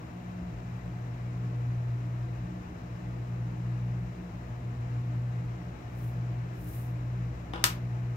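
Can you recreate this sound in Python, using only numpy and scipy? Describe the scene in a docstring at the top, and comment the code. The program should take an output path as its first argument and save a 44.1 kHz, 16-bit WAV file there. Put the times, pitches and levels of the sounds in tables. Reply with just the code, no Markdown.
"""A machine hums throughout in a quiet room, over low rumble, airy wash and microphone hiss.
Its motor beats against the mains hum: the sound swells and fades, slowly at first, then faster.
After 6 s a hand slides twice over paper: two swishes of coloured noise.
At 7.5 s a pencil is laid on the desk: a soft knock, a short rattle, one sharp click and a faint bounce,
each blow a noise crack with ringing modes and a room tail, heard by two microphones a hand's width apart."""
import sys
import numpy as np
from scipy import signal
from scipy.fft import rfft, irfft
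from scipy.io import wavfile

SR = 44100
rng = np.random.default_rng(int(sys.argv[2]) if len(sys.argv) > 2 else 0)


def dump(signal):
    """Clip the signal to [-1, 1] and save it as 16-bit WAV at the path in sys.argv[1]."""
    limited = np.clip(np.atleast_2d(signal).T, -1, 1)
    pcm = np.round(limited * 32767).astype(np.int16)
    wavfile.write(sys.argv[1], SR, pcm)


N = 359856
TIME, BINS = np.arange(N) / SR, np.fft.rfftfreq(N, 1 / SR)


def gain_of(db):
    """Decibels to an amplitude factor."""
    return 10 ** (np.asarray(db) / 20)


def evened(x):
    """Scales to an rms of one."""
    return x / np.sqrt(np.mean(abs(x) ** 2) + 1e-30)


def at_time(points):
    """Interpolates a two-column time table over the whole scene."""
    return np.interp(TIME, *np.transpose(points))


def read(points, hz):
    """Interpolates a frequency table on a log-frequency axis."""
    f, value = np.transpose(points)
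    return np.interp(np.log(hz + 1), np.log(f + 1), value)


def panned(side_db):
    """Left and right gains for a left-minus-right level difference."""
    return gain_of(np.array([[.5], [-.5]]) * side_db)


def white():
    """The spectrum of fresh white noise."""
    return rfft(rng.standard_normal(N))


def drift(rate_hz):
    """Low-passed random fluctuation of unit rms."""
    return evened(irfft(white() * np.exp(-(BINS / rate_hz) ** 2), N))


def noise_pair(colour):
    """Coloured noise of unit rms, unrelated at the two microphones."""
    spectra = np.array([white(), white()]) * gain_of(read(colour, BINS))
    return evened(irfft(spectra, N))


def tone(turns, waver, waver_hz):
    """A partial of unit rms that follows a count of turns, wavering slowly in level and phase."""
    sway = evened(1 + waver * (drift(waver_hz) + 1j * drift(waver_hz)))
    return np.sqrt(2) * (sway * np.exp(2j * np.pi * turns)).real


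MAINS_HZ = 60
# motor's lead over the mains, one swell per half turn gained: (time [s], lead [turns])
LEAD = [(0.0, 0.012), (1.22, 0.087), (1.81, 0.26), (2.3, 0.38), (2.65, 0.49), (3.43, 0.63), (3.54, 0.59),
        (3.9, 0.78), (4.16, 0.97), (4.7, 1.088), (5.35, 1.296), (5.5, 1.416), (5.72, 1.455), (6.5, 1.904),
        (7.38, 2.45), (7.73, 2.6), (8.16, 2.88)]
# electrical hum at twice the mains: (time [s], level [dB])
MAINS_LEVEL = [(0, -39), (1.8, -38.5), (2.6, -39.5), (4.3, -37.5), (5.25, -38.2), (6, -41.5), (7.4, -41.5),
               (8.16, -39.5)]
# motor's steady orders: (multiple of shaft speed, level [dB], waver [share], waver rate [Hz])
MOTOR_ORDERS = [(2, -37, .05, 4), (4, -60.5, .68, 2), (5, -66, .55, 2)]
# motor's odd orders: (time [s], first-order level before trim [dB], third-order level [dB])
ODD_LEVELS = [(0.0, -67, -52), (0.35, -49.7, -40.5), (1.05, -51, -49.5), (1.8, -52.7, -56), (2.4, -51, -46),
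              (3.0, -51, -45.5), (3.95, -46.5, -47), (4.7, -49, -54), (5.8, -49, -48), (6.7, -48.9, -54),
              (7.5, -45, -58.5), (8.16, -52.5, -48.5)]


def hum(first_trim_db=-0.1, buzz_db=-65.5, side_db=0.8):
    """The motor gains on the mains; its second order beats against the hum at twice the mains."""
    mains_turns = MAINS_HZ * TIME
    shaft_turns = mains_turns + at_time(LEAD)

    electric = gain_of(at_time(MAINS_LEVEL)) * tone(2 * mains_turns, waver=.05, waver_hz=4.5)
    electric += gain_of(buzz_db) * tone(8 * mains_turns, waver=1.2, waver_hz=5)

    motor = np.zeros(N)
    for order, db, waver, waver_hz in MOTOR_ORDERS:
        motor += gain_of(db) * tone(order * shaft_turns, waver, waver_hz)
    s, first_db, third_db = np.transpose(ODD_LEVELS)
    first_gain = gain_of(np.interp(TIME, s, first_db) + first_trim_db)
    third_gain = gain_of(np.interp(TIME, s, third_db))
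    motor += first_gain * tone(shaft_turns, waver=.12, waver_hz=5)
    motor += third_gain * tone(3 * shaft_turns, waver=0.21, waver_hz=3)
    # opposite signs: the two cancel most when in phase
    return (motor - electric) * panned(side_db)


# pencil's first soft touches: (time [s], blow gain [dB])
KNOCKS = [(7.536, -28.5), (7.5594, -33.5), (7.578, -38), (7.595, -40.5), (7.615, -43), (7.6238, -43)]
# hard wood snapping down, tip then shaft, and one bounce: (time [s], blow gain [dB])
CLICKS = [(7.64, -13.5), (7.6408, -10), (7.6662, -28.5)]
# relative colour of a soft blow: (frequency [Hz], density [dB per Hz])
SOFT = [(100, -15.5), (300, 1), (800, 1.5), (1400, -1.5), (2000, -12), (3500, -6), (4300, -20), (5000, -16),
        (7000, -29), (8800, -29), (16000, -42)]
# relative colour of a hard blow: (frequency [Hz], density [dB per Hz])
HARD = [(100, -25), (350, -9.5), (800, -5.5), (1700, -1.5), (2600, -1), (4000, -1.5), (5300, -0.5),
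        (8500, -1.5), (9800, -9), (12000, -8.5), (13200, 0.5), (14300, -15), (16000, -16)]


def pencil():
    """The pencil touches down, rattles under the fingers and snaps flat on the desk."""
    out = np.zeros((2, N))
    for s, db in KNOCKS:
        knock = blow(SOFT, crack_s=0.0019, room_db=-10.5, ring_db=-5.0, side_db=3.5)
        add(out, s, gain_of(db) * knock)
    for s, db in CLICKS:
        click = blow(HARD, crack_s=0.0016, room_db=-14, ring_db=-6.0, side_db=5.0)
        add(out, s, gain_of(db) * click)
    return out


# ringing modes of pencil and desk: (frequency [Hz], relative level [dB], t60 [s])
WOOD = [(331, -19, 0.29), (505, -26, .3), (795, -20.5, .25), (986, -23, 0.28), (1269, -18, .2),
        (1417, -19.5, 0.17), (1498, -29.5, 0.16), (1840, -17, .17), (2190, -31, .17), (2724, -25.5, .12),
        (2896, -21.5, 0.16), (3600, -21.5, .1), (4400, -25.5, 0.1), (4781, -23.5, .15), (5240, -22.5, .14),
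        (8300, -27.5, .1), (8840, -27, .15), (13100, -21, .1), (13200, -27.5, .12)]
# room decay: (frequency [Hz], t60 [s])
DECAY = [(250, 0.22), (1000, 0.35), (3000, 0.24), (8000, 0.17), (15000, 0.2)]


def blow(colour, crack_s, room_db, ring_db, side_db, after_side_db=3.2, tail_rise_s=0.0014):
    """One blow of wood on desk: a brief crack, decaying modes and the room's tail, coloured by contact."""
    t = np.arange(SR // 2) / SR
    crack = snap(t, crack_s) * panned(side_db)
    tail = room_tail(t) * (1 - np.exp(-t / tail_rise_s))
    ring = sum(gain_of(db - 60 * t / t60) * np.sin(2 * np.pi * f * t) for f, db, t60 in WOOD)
    after = gain_of(room_db) * tail + gain_of(ring_db) * ring
    dry_blow = crack + after * panned(after_side_db)
    return signal.fftconvolve(dry_blow, contact_filter(colour)[None], axes=1)


def snap(t, crack_s):
    """A whitened noise burst that dies at once."""
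    z = rfft(rng.standard_normal((2, len(t))) * np.exp(-t / crack_s))
    burst = irfft(z / abs(z), len(t)) * np.exp(-(t / (4 * crack_s)) ** 2)
    return burst * np.sqrt(crack_s * SR / 2) / np.linalg.norm(burst, axis=1, keepdims=True)


def room_tail(t):
    """Diffuse reflections: noise whose decay time depends on frequency."""
    noise = rng.standard_normal((2, len(t)))
    hz, frame_s, z = signal.stft(noise, SR, nperseg=128)
    decay = gain_of(-60 * frame_s / read(DECAY, hz)[:, None])
    return signal.istft(z * decay, SR, nperseg=128)[1][:, :len(t)]


def contact_filter(colour, taps=2048):
    """Minimum-phase impulse response: colours a blow without smearing its onset."""
    hz = abs(np.fft.fftfreq(taps, 1 / SR))
    gain = evened(gain_of(read(colour, hz)))
    spectrum = np.exp(np.conj(signal.hilbert(np.log(gain))))
    return np.fft.ifft(spectrum).real[:taps // 2]


def add(mix, s, sound, lag_s=.0003):
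    """Places a sound that reaches the right microphone a moment after the left."""
    for channel, source, start_s in zip(mix, sound, (s, s + lag_s)):
        part = channel[round(start_s * SR):][:len(source)]
        part += source[:len(part)]


# hand slides: (time of peak [s], length [s], peak level before grain [dB])
SLIDES = [(6.043, 0.13, -60), (6.74, 0.19, -52)]
# relative colour of skin on paper: (frequency [Hz], density [dB per Hz])
PAPER = [(300, -16.5), (2000, -7), (5000, -11), (8000, -7), (10000, -4.5), (12500, 0), (15700, -1.5)]


def hand(rest_db=-87.5, edge_db=-5, grain_db=1.1, grain_hz=90, side_db=1.5):
    """Skin brushing paper fibres: noise that swells and fades per slide, slightly uneven, over a faint rest."""
    level = gain_of(rest_db)
    for peak_s, length_s, db in SLIDES:
        # edge_db is reached half a length either side of the peak
        level = level + gain_of(db + edge_db * (2 * (TIME - peak_s) / length_s) ** 2)
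    grain = gain_of(grain_db * drift(grain_hz))
    return level * grain * noise_pair(PAPER) * panned(side_db)


# room resonances stirred by the machine: (frequency [Hz], width [Hz], level [dB], left-right [dB])
ROOM_MODES = [(55.8, 12, -56, 7.5), (81, 12, -53, .3), (113.2, 6.5, -47.5, 1.6), (130, 16, -56, -0.2),
              (168.3, 5.9, -50, 1), (178.6, 7.3, -52, 1.8), (218.4, 9, -62.5, -2.5),
              (246.8, 16, -58.5, -1.5), (300.9, 8, -59.5, -5), (321, 15.4, -59, -3), (352.4, 12, -65, 14.5),
              (376.7, 6.9, -65.5, -6), (413, 9, -65.5, -3.5), (489, 33, -65.5, -5), (601.4, 32, -63, 3.5),
              (672, 23, -63, 6), (716.6, 12, -62, 3.5), (842, 27, -69.5, 9.5), (2380, 200, -75, 0.5),
              (3960, 240, -76.5, 7)]


def rumble(apart_hz=520):
    """Noise in the room's resonances; long waves reach both microphones alike."""
    out = np.zeros((2, N))
    for hz, width_hz, db, side_db in ROOM_MODES:
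        shape = 1 / (1 + ((BINS - hz) / (0.89 * width_hz)) ** 2)
        same = np.exp(-(hz / apart_hz) ** 4)
        left = white()
        right = same * left + np.sqrt(1 - same ** 2) * white()
        pair = np.array([left, right]) * shape
        out += gain_of(db) * evened(irfft(pair, N)) * panned(side_db)
    return out


# relative colour of the room's airy wash: (frequency [Hz], density [dB per Hz])
AIR = [(20, -15), (45, 2.5), (140, 3), (200, -3), (450, 1), (1000, 0.5), (1600, -3.5), (2700, -11.5),
       (3300, -17.5), (4400, -22), (5400, -23), (7500, -29), (8600, -38), (16000, -61.5)]
# level balance of the wash: (frequency [Hz], left-right [dB])
AIR_SIDE = [(200, 3), (500, 1.5), (850, 5), (1300, 0.5), (2200, 9.5), (4400, 6), (6000, 16.5), (7500, 19),
            (9000, 4.5)]


def air(level_db=-51, flutter_db=0.49, flutter_hz=15.0, same=0.36, bass_same=1.0, bass_hz=260,
        lead_s=0.0004, ripple_db=1.1, ripple_decay_s=0.033):
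    """Airy wash, near steady: its bass is alike in both microphones, the rest reaches the left first."""
    bass = np.exp(-(BINS / bass_hz) ** 2)
    likeness = np.clip(same + (bass_same - same) * bass, 0, 1)
    left = white()
    delay = np.exp(-2j * np.pi * BINS * lead_s * (1 - bass))
    right = likeness * left * delay + np.sqrt(1 - likeness ** 2) * white()

    # reflections from desk and walls leave a fixed ripple in the spectrum
    echoes = rng.standard_normal((2, N)) * np.exp(-TIME / ripple_decay_s)
    ripple = ripple_db * evened(rfft(echoes).real) * (1 - bass)
    colour = gain_of(read(AIR, BINS) + ripple) * panned(read(AIR_SIDE, BINS))
    wash = evened(irfft(np.array([left, right]) * colour, N))
    return gain_of(level_db + flutter_db * drift(flutter_hz)) * wash


# relative colour of microphone hiss: (frequency [Hz], density [dB per Hz])
HISS = [(100, -5), (9500, -4.5), (11500, 0), (16000, -2)]


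def hiss(level_db=-73):
    """The microphones' own noise, independent per channel."""
    return gain_of(level_db) * noise_pair(HISS)


def scene():
    """Hum and room tone under the small sounds at the desk."""
    return hum() + pencil() + hand() + rumble() + air() + hiss()


def record(dry, edge_hz=15800):
    """Full-scale clip, then a linear-phase low-pass."""
    lowpass = signal.firwin(511, edge_hz, window=("kaiser", 9), fs=SR)
    return signal.oaconvolve(np.clip(dry, -1, 1), lowpass[None], "same")


dry = scene()
out = record(dry)
dump(out)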